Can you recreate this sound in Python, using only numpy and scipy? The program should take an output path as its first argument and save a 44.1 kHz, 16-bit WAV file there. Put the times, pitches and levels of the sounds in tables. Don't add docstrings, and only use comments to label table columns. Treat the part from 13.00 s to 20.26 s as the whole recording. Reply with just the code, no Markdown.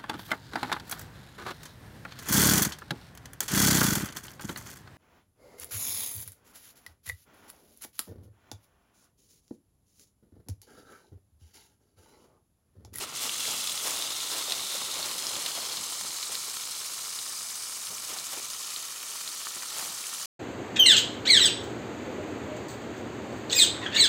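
import sys
import numpy as np
from scipy import signal
from scipy.fft import rfft, irfft, next_fast_len
from scipy.io import wavfile
from scipy.ndimage import uniform_filter1d

SR = 44100
rng = np.random.default_rng(int(sys.argv[2]) if len(sys.argv) > 2 else 0)


def store_wav(level_fs):
    pcm = np.round(np.clip(np.atleast_2d(level_fs), -1, 1) * 32767)
    wavfile.write(sys.argv[1], SR, pcm.T.astype(np.int16))


N = 320086

# time in seconds, fizz level in dB, pop level in dB.
FRYING_LEVELS = [(0, -38.5, -42), (.36, -35, -36.5), (.47, -33.5, -34.5), (.8, -35, -38.5),
                 (1.15, -36, -39), (2.4, -36, -39.5), (2.765, -37.5, -39), (2.79, -37, -40),
                 (3.3, -37.5, -41), (3.8, -37, -41.5), (4.7, -38, -47.5), (5.1, -38, -45.5),
                 (5.75, -37.5, -44), (6.0, -40, -47.5), (6.13, -37.5, -45), (6.65, -38.5, -43.5),
                 (7.26, -36.5, -44)]
# time in seconds, pitch in Hz.
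POP_PITCHES = [(0, 3660), (.5, 3560), (1.2, 3720), (2.7, 4040), (2.9, 4180), (4.5, 4170), (5.5, 3900),
               (7.26, 4050)]
# frequency in Hz, level in dB.
FIZZ_TONE = [(2500, -20), (3600, -9), (4500, -5.5), (5200, -1.5), (5750, -3.5), (6400, -1), (7200, -2.5),
             (8500, -2.5), (10000, -4), (12000, -7.5), (14000, -11), (16000, -12)]
# pitch in Hz, width in Hz, level in dB.
PAN_NOTES = [(1052, 326, 0.5), (1354, 264, 2.5), (1820, 220, -3), (2324, 190, 0), (2950, 164, -2.5)]
# start and end in seconds, pitch in Hz, width in Hz, boost in dB.
AIR_POCKETS = [(.2, 1.1, 2950, 400, 0), (.95, 2.05, 3700, 220, 7.5), (.95, 2.8, 4330, 200, 3.5),
               (2.202, 2.77, 3270, 200, 4.5), (2.2, 2.77, 5150, 500, 2), (2.2, 3.4, 7000, 700, 1.5),
               (2.798, 3.9, 4130, 280, 2.5), (2.8, 3.6, 7900, 2000, 1.5), (4.0, 4.85, 8200, 280, 3.5),
               (4.1, 4.9, 9550, 500, 4), (4.0, 4.8, 4880, 260, 3.5), (4.2, 5.1, 6150, 250, 1.5),
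               (5.1, 5.95, 6530, 300, 1), (5.3, 6.3, 2460, 200, 3.5), (5.3, 6.3, 2950, 170, 0.5),
               (6.0, 7.4, 4400, 400, 0.5), (6.5, 7.4, 1820, 150, 7)]
# time in
# seconds, shield delay in milliseconds, shield level in dB, cook delay in milliseconds, cook level in dB.
CLOSE_ECHOES = [(0.8, 0.99, -22, 1.46, -12), (2.5, 0.98, -16, 1.4, -21), (3.1, 0.95, -20, 1.3, -29),
                (3.9, 0.71, -28, 1.8, -24), (4.3, 1, -26, 1.66, -22), (4.75, 0.89, -26, 1.335, -18),
                (5.15, 0.77, -27, 1.68, -16), (5.8, 0.66, -25, 1.6, -12), (6.8, 0.69, -17, 2.2, -23)]
# time in seconds, rustle level in dB, rumble level in dB.
BACKGROUND_LEVELS = [(0, -54, -60), (2.65, -51, -65), (3.2, -57.5, -67.5), (4.6, -59, -67.5),
                     (5.2, -58.5, -65), (5.9, -59, -68.5), (7.26, -56.5, -66.5)]
# start in seconds, length in seconds, rustle level in dB, thump level in dB.
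MOVEMENTS = [(0, 0.018, -44, -61), (.205, 0.052, -48.5, -59), (0.463, 0.087, -48.5, -60),
             (0.835, .075, -45, -67), (.96, 0.15, -52, -64), (1.316, 0.081, -46.5, -68),
             (1.481, .05, -47.5, -66), (1.547, .07, -54, -60), (1.74, 0.16, -51.5, -64),
             (1.926, 0.2, -48.5, -60), (2.213, 0.16, -52, -62), (2.304, 0.19, -51.5, -65),
             (2.555, 0.026, -49, -57), (2.624, 0.095, -52, -68), (2.76, .04, -61, -56),
             (2.875, 0.026, -68, -63), (3.0, 0.1, -55, -61), (3.287, 0.036, -55, -58),
             (3.45, 0.025, -54, -76), (4.89, .035, -60, -59), (5.08, 0.076, -50.5, -75),
             (5.318, 0.061, -51, -66), (6.558, .025, -56, -65), (6.705, 0.055, -55, -70),
             (6.756, 0.062, -49.5, -65), (6.82, 0.093, -55, -60)]
# frequency in Hz, level in dB.
BURNER_TONE = [(18, -23), (35, -13), (55, -7), (85, -4), (115, -0.5), (180, -0.5), (260, -2.5), (450, -16)]
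RUSTLE_TONE = [(110, -28), (200, -10.5), (330, -2), (500, -1), (750, -1), (1100, 0.5), (1700, -8),
               (2800, -4), (6000, -14)]
# start in seconds,
# level in dB, pitch in Hz.
SOFT_KNOCKS = [(0.019, -32, 404), (0.477, -37, 476), (1.481, -33, 506), (1.744, -31.5, 450),
               (2.573, -29, 517), (3.293, -34, 520), (4.915, -37.5, 336), (5.114, -35.5, 447),
               (5.159, -38, 729), (5.284, -42, 805), (5.327, -36, 820), (5.372, -33.5, 360),
               (6.567, -41, 320)]
# middle in seconds, half length in seconds, level in dB.
FOIL_SQUEEZES = [(0.02, 0.025, -44), (.24, 0.021, -33.5), (.46, 0.032, -39), (0.881, 0.033, -33),
                 (.98, .04, -39), (1.36, 0.075, -39), (1.747, 0.021, -36.5), (3.354, .015, -38),
                 (5.095, 0.03, -42), (5.332, 0.0091, -37), (6.81, 0.047, -36)]
# frequency in Hz, level in dB.
FOIL_TONE = [(400, -3), (900, -4), (1700, -5), (4000, 0.5), (9000, 1.5), (16000, -8)]
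# start in seconds, level in dB, pitch in Hz.
FAT_SPITS = [(0.2935, -22, 3000), (0.4744, -25, 4210), (0.6724, -21.5, 3900), (0.6945, -26, 3700),
             (0.7756, -23.5, 3820), (1.0223, -23, 3730), (1.203, -27, 3650), (1.507, -21.5, 3600),
             (1.5204, -19, 4040), (1.706, -27, 3690), (2.0273, -24, 4370), (2.0412, -26, 4100),
             (2.1128, -23.5, 3830), (2.2672, -22, 5160), (2.354, -25.5, 3500), (2.4612, -19, 3560),
             (2.721, -27, 4500), (2.77, -27, 3900), (3.2277, -23, 4070), (3.27, -29, 4190),
             (3.3522, -23, 4300), (4.1884, -26.5, 3900), (4.869, -29, 4170), (5.1856, -27, 4170),
             (5.703, -32, 4210), (5.7612, -25, 3980), (6.276, -25.5, 4060), (6.4504, -30, 4230),
             (6.7012, -34, 4050), (7.0394, -31, 2610)]
# start in seconds, level in dB.
CREASE_TICKS = [(2.941, -28.5), (3.185, -33), (3.435, -32), (3.5677, -28.5), (3.858, -33), (4.08, -33),
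                (4.974, -32), (4.9967, -34), (6.0298, -28), (6.155, -28), (6.415, -31), (6.468, -27),
                (6.6308, -32.5), (6.7925, -23), (7.129, -35)]


def from_db(db):
    return 10 ** (np.asarray(db) / 20)


def curves(rows):
    times, *columns = np.transpose(rows)
    return [np.interp(np.arange(N) / SR, times, column) for column in columns]


def evened(x):
    power = uniform_filter1d(x ** 2, size=SR // 10)
    return x / np.sqrt(np.maximum(power, 1e-20))


def with_tone(x, tone):
    hz, db = np.transpose(tone)
    size = next_fast_len(N + SR // 10)
    all_hz = np.maximum(np.arange(size // 2 + 1) * SR / size, 1)
    gain = from_db(np.interp(np.log(all_hz), np.log(hz), db, left=-90, right=-90))
    return irfft(rfft(x, size) * gain, size)[:N]


def resonance(x, hz, width_hz):
    decay = np.exp(-np.pi * width_hz / SR)
    feedback = [1, -2 * decay * np.cos(2 * np.pi * hz / SR), decay ** 2]
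    return signal.lfilter(np.array([1, 0, -1]) * (1 - decay ** 2) / 2, feedback, x + 1e-18)


def clicks(per_s, spread_db):
    sizes = from_db(spread_db * np.minimum(rng.exponential(1, N), 4))
    return (rng.random(N) < per_s / SR) * sizes * rng.choice([-1, 1], N)


def spurts(per_s, spread_db, life_s, steady):
    power = signal.lfilter([1], [1, -np.exp(-1 / (life_s * SR))], clicks(per_s, spread_db) ** 2)
    return np.sqrt(steady + (1 - steady) * power / power.mean())


def puff(life_s):
    t = np.arange(SR // 10) / SR
    return rng.standard_normal(len(t)) * np.exp(-t / life_s)


def blip(hz, rise_s):
    t = np.arange(SR // 10) / SR
    return t / rise_s * np.exp(1 - t / rise_s) * np.sin(2 * np.pi * hz * t)


def add(out, start_s, peak_db, sound):
    start = round(start_s * SR)
    out[start:start + len(sound)] += (from_db(peak_db) * sound / np.abs(sound).max())[:N - start]


def sizzle():
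    fizz_db, pop_db = curves(FRYING_LEVELS)
    pan_db = -49.38 + 0.26 * (pop_db + 42)
    pop_hz, = curves(POP_PITCHES)
    boil = spurts(per_s=260, spread_db=2.1, life_s=0.0041, steady=0.61)
    crackle = evened(boil * clicks(per_s=18000, spread_db=2.0))
    tiny = bubbles(boil * clicks(per_s=2500, spread_db=2.5), 7476, scatter_octaves=.5, sharpness=28)
    fizz = evened(with_tone(crackle + from_db(-4.5) * tiny, FIZZ_TONE))
    pops = bubbles(boil * clicks(per_s=3000, spread_db=3.5), pop_hz, scatter_octaves=.21, sharpness=7.7)
    snaps = bubbles(clicks(per_s=130, spread_db=3.0), 2880, scatter_octaves=.55, sharpness=2.7)
    lone_bursts = evened(clicks(per_s=300, spread_db=3.5))
    pan = evened(pan_ring(crackle + from_db(-0.5) * lone_bursts))
    hiss = from_db(fizz_db - 0.5) * fizz + from_db(pop_db - 2) * pops + from_db(pan_db - 3.62) * snaps
    dip_at_s, dip_half_s, dip_edge_s, dip_db = 0.095, 0.045, 0.026, -7.5
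    from_dip_s = np.abs(np.arange(N) / SR - dip_at_s)
    dip = from_db(dip_db * np.clip((dip_half_s - from_dip_s) / dip_edge_s + .5, 0, 1))
    return with_echoes(dip * air_pockets(hiss) + from_db(pan_db) * pan)


def bubbles(bursts, pitch_hz, scatter_octaves, sharpness):
    pitches = np.geomspace(1200, 15000, 36)
    own_octave = np.log2(pitch_hz) + scatter_octaves * rng.standard_normal(N)
    nearest = np.round(np.interp(own_octave, np.log2(pitches), np.arange(len(pitches))))
    rings = (resonance(bursts * (nearest == k), hz, hz / sharpness) / np.sqrt(hz)
             for k, hz in enumerate(pitches))
    return evened(sum(rings))


def pan_ring(x):
    return sum((-1) ** k * from_db(db) * resonance(x, hz, width)
               for k, (hz, width, db) in enumerate(PAN_NOTES))


def air_pockets(x):
    t, out, fade_s = np.arange(N) / SR, x, 0.084
    for start, end, hz, width, boost_db in AIR_POCKETS:
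        is_open = np.clip(np.minimum(t - start, end - t) / fade_s + .5, 0, 1)
        out = out + (from_db(boost_db) - 1) * is_open * resonance(x, hz, width)
    return out


def with_echoes(x):
    n, out = np.arange(N), x
    times = np.array(CLOSE_ECHOES)[:, 0]
    for s, shield_ms, shield_db, cook_ms, cook_db in CLOSE_ECHOES:
        shield, cook = (np.interp(n - ms * SR / 1000, n, x) for ms in (shield_ms, cook_ms))
        share = np.interp(n / SR, times, np.where(times == s, 1, 0))
        out = out + share * (from_db(shield_db) * shield + from_db(cook_db) * cook)
    return out


def rumble():
    _, background_db = curves(BACKGROUND_LEVELS)
    thump_power = sum((from_db(db) * movement(s, length)) ** 2 for s, length, _, db in MOVEMENTS)
    level = np.sqrt(from_db(background_db) ** 2 + thump_power)
    noise = with_tone(rng.standard_normal(N), BURNER_TONE)
    return from_db(0.15) * level * noise / noise.std()


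def movement(start_s, length_s, rise_s=0.012, fade_s=0.041):
    t = np.arange(N) / SR - start_s
    return np.clip(t / rise_s, 0, 1) * np.exp(-np.clip((t - length_s) / fade_s, 0, 20))


def rustle():
    background_db, _ = curves(BACKGROUND_LEVELS)
    scuff_power = sum((from_db(db) * movement(s, length)) ** 2 for s, length, db, _ in MOVEMENTS)
    level = np.sqrt(from_db(background_db) ** 2 + scuff_power)
    slips = clicks(per_s=3500, spread_db=1.5)
    clumps = spurts(per_s=110, spread_db=3.5, life_s=0.0036, steady=0.69)
    return from_db(4.5) * level * evened(with_tone(slips * clumps, RUSTLE_TONE))


def knocks():
    out = np.zeros(N)
    for s, db, hz in SOFT_KNOCKS:
        thud = blip(hz, rise_s=0.0036)
        rub = resonance(puff(life_s=0.017), hz, width_hz=350)
        dull_rub = resonance(rub, hz, width_hz=1000)
        add(out, s + 0.00092, db - 4, thud + from_db(16.5) * dull_rub)
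    return out


def foil_crumples():
    t = np.arange(N) / SR
    squeeze = sum(from_db(db) * np.exp(-.5 * ((t - s) / half_s) ** 2) for s, half_s, db in FOIL_SQUEEZES)
    slight_flutter = spurts(per_s=200, spread_db=-1.5, life_s=0.0044, steady=0.67)
    creases = with_tone(slight_flutter * clicks(per_s=4000, spread_db=4.0), FOIL_TONE)
    return squeeze * evened(creases)


def spits():
    out = np.zeros(N)
    for s, db, hz in FAT_SPITS:
        ping = blip(hz, rise_s=0.00035)
        spray = resonance(puff(life_s=0.0066), hz, width_hz=2400)
        crack = resonance(puff(life_s=.0011), hz=7000, width_hz=5400)
        add(out, s + 0.000822, db + 4.5, ping + from_db(-4) * spray + from_db(-8) * crack)
    return out


def foil_ticks():
    out = np.zeros(N)
    for s, db in CREASE_TICKS:
        snap = puff(life_s=0.00024)
        ring = pan_ring(resonance(snap, hz=1210, width_hz=1240))
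        add(out, s + 0.00103, db + 4, ring + from_db(-18) * snap)
    return out


def scene():
    return (sizzle() + rumble() + rustle() + knocks() + foil_crumples() + spits() + foil_ticks())[None]


def record(dry):
    cutoff_hz = 15800
    return signal.sosfilt(signal.ellip(12, .1, 80, cutoff_hz, fs=SR, output="sos"), dry)


dry = scene()
out = record(dry)
store_wav(out)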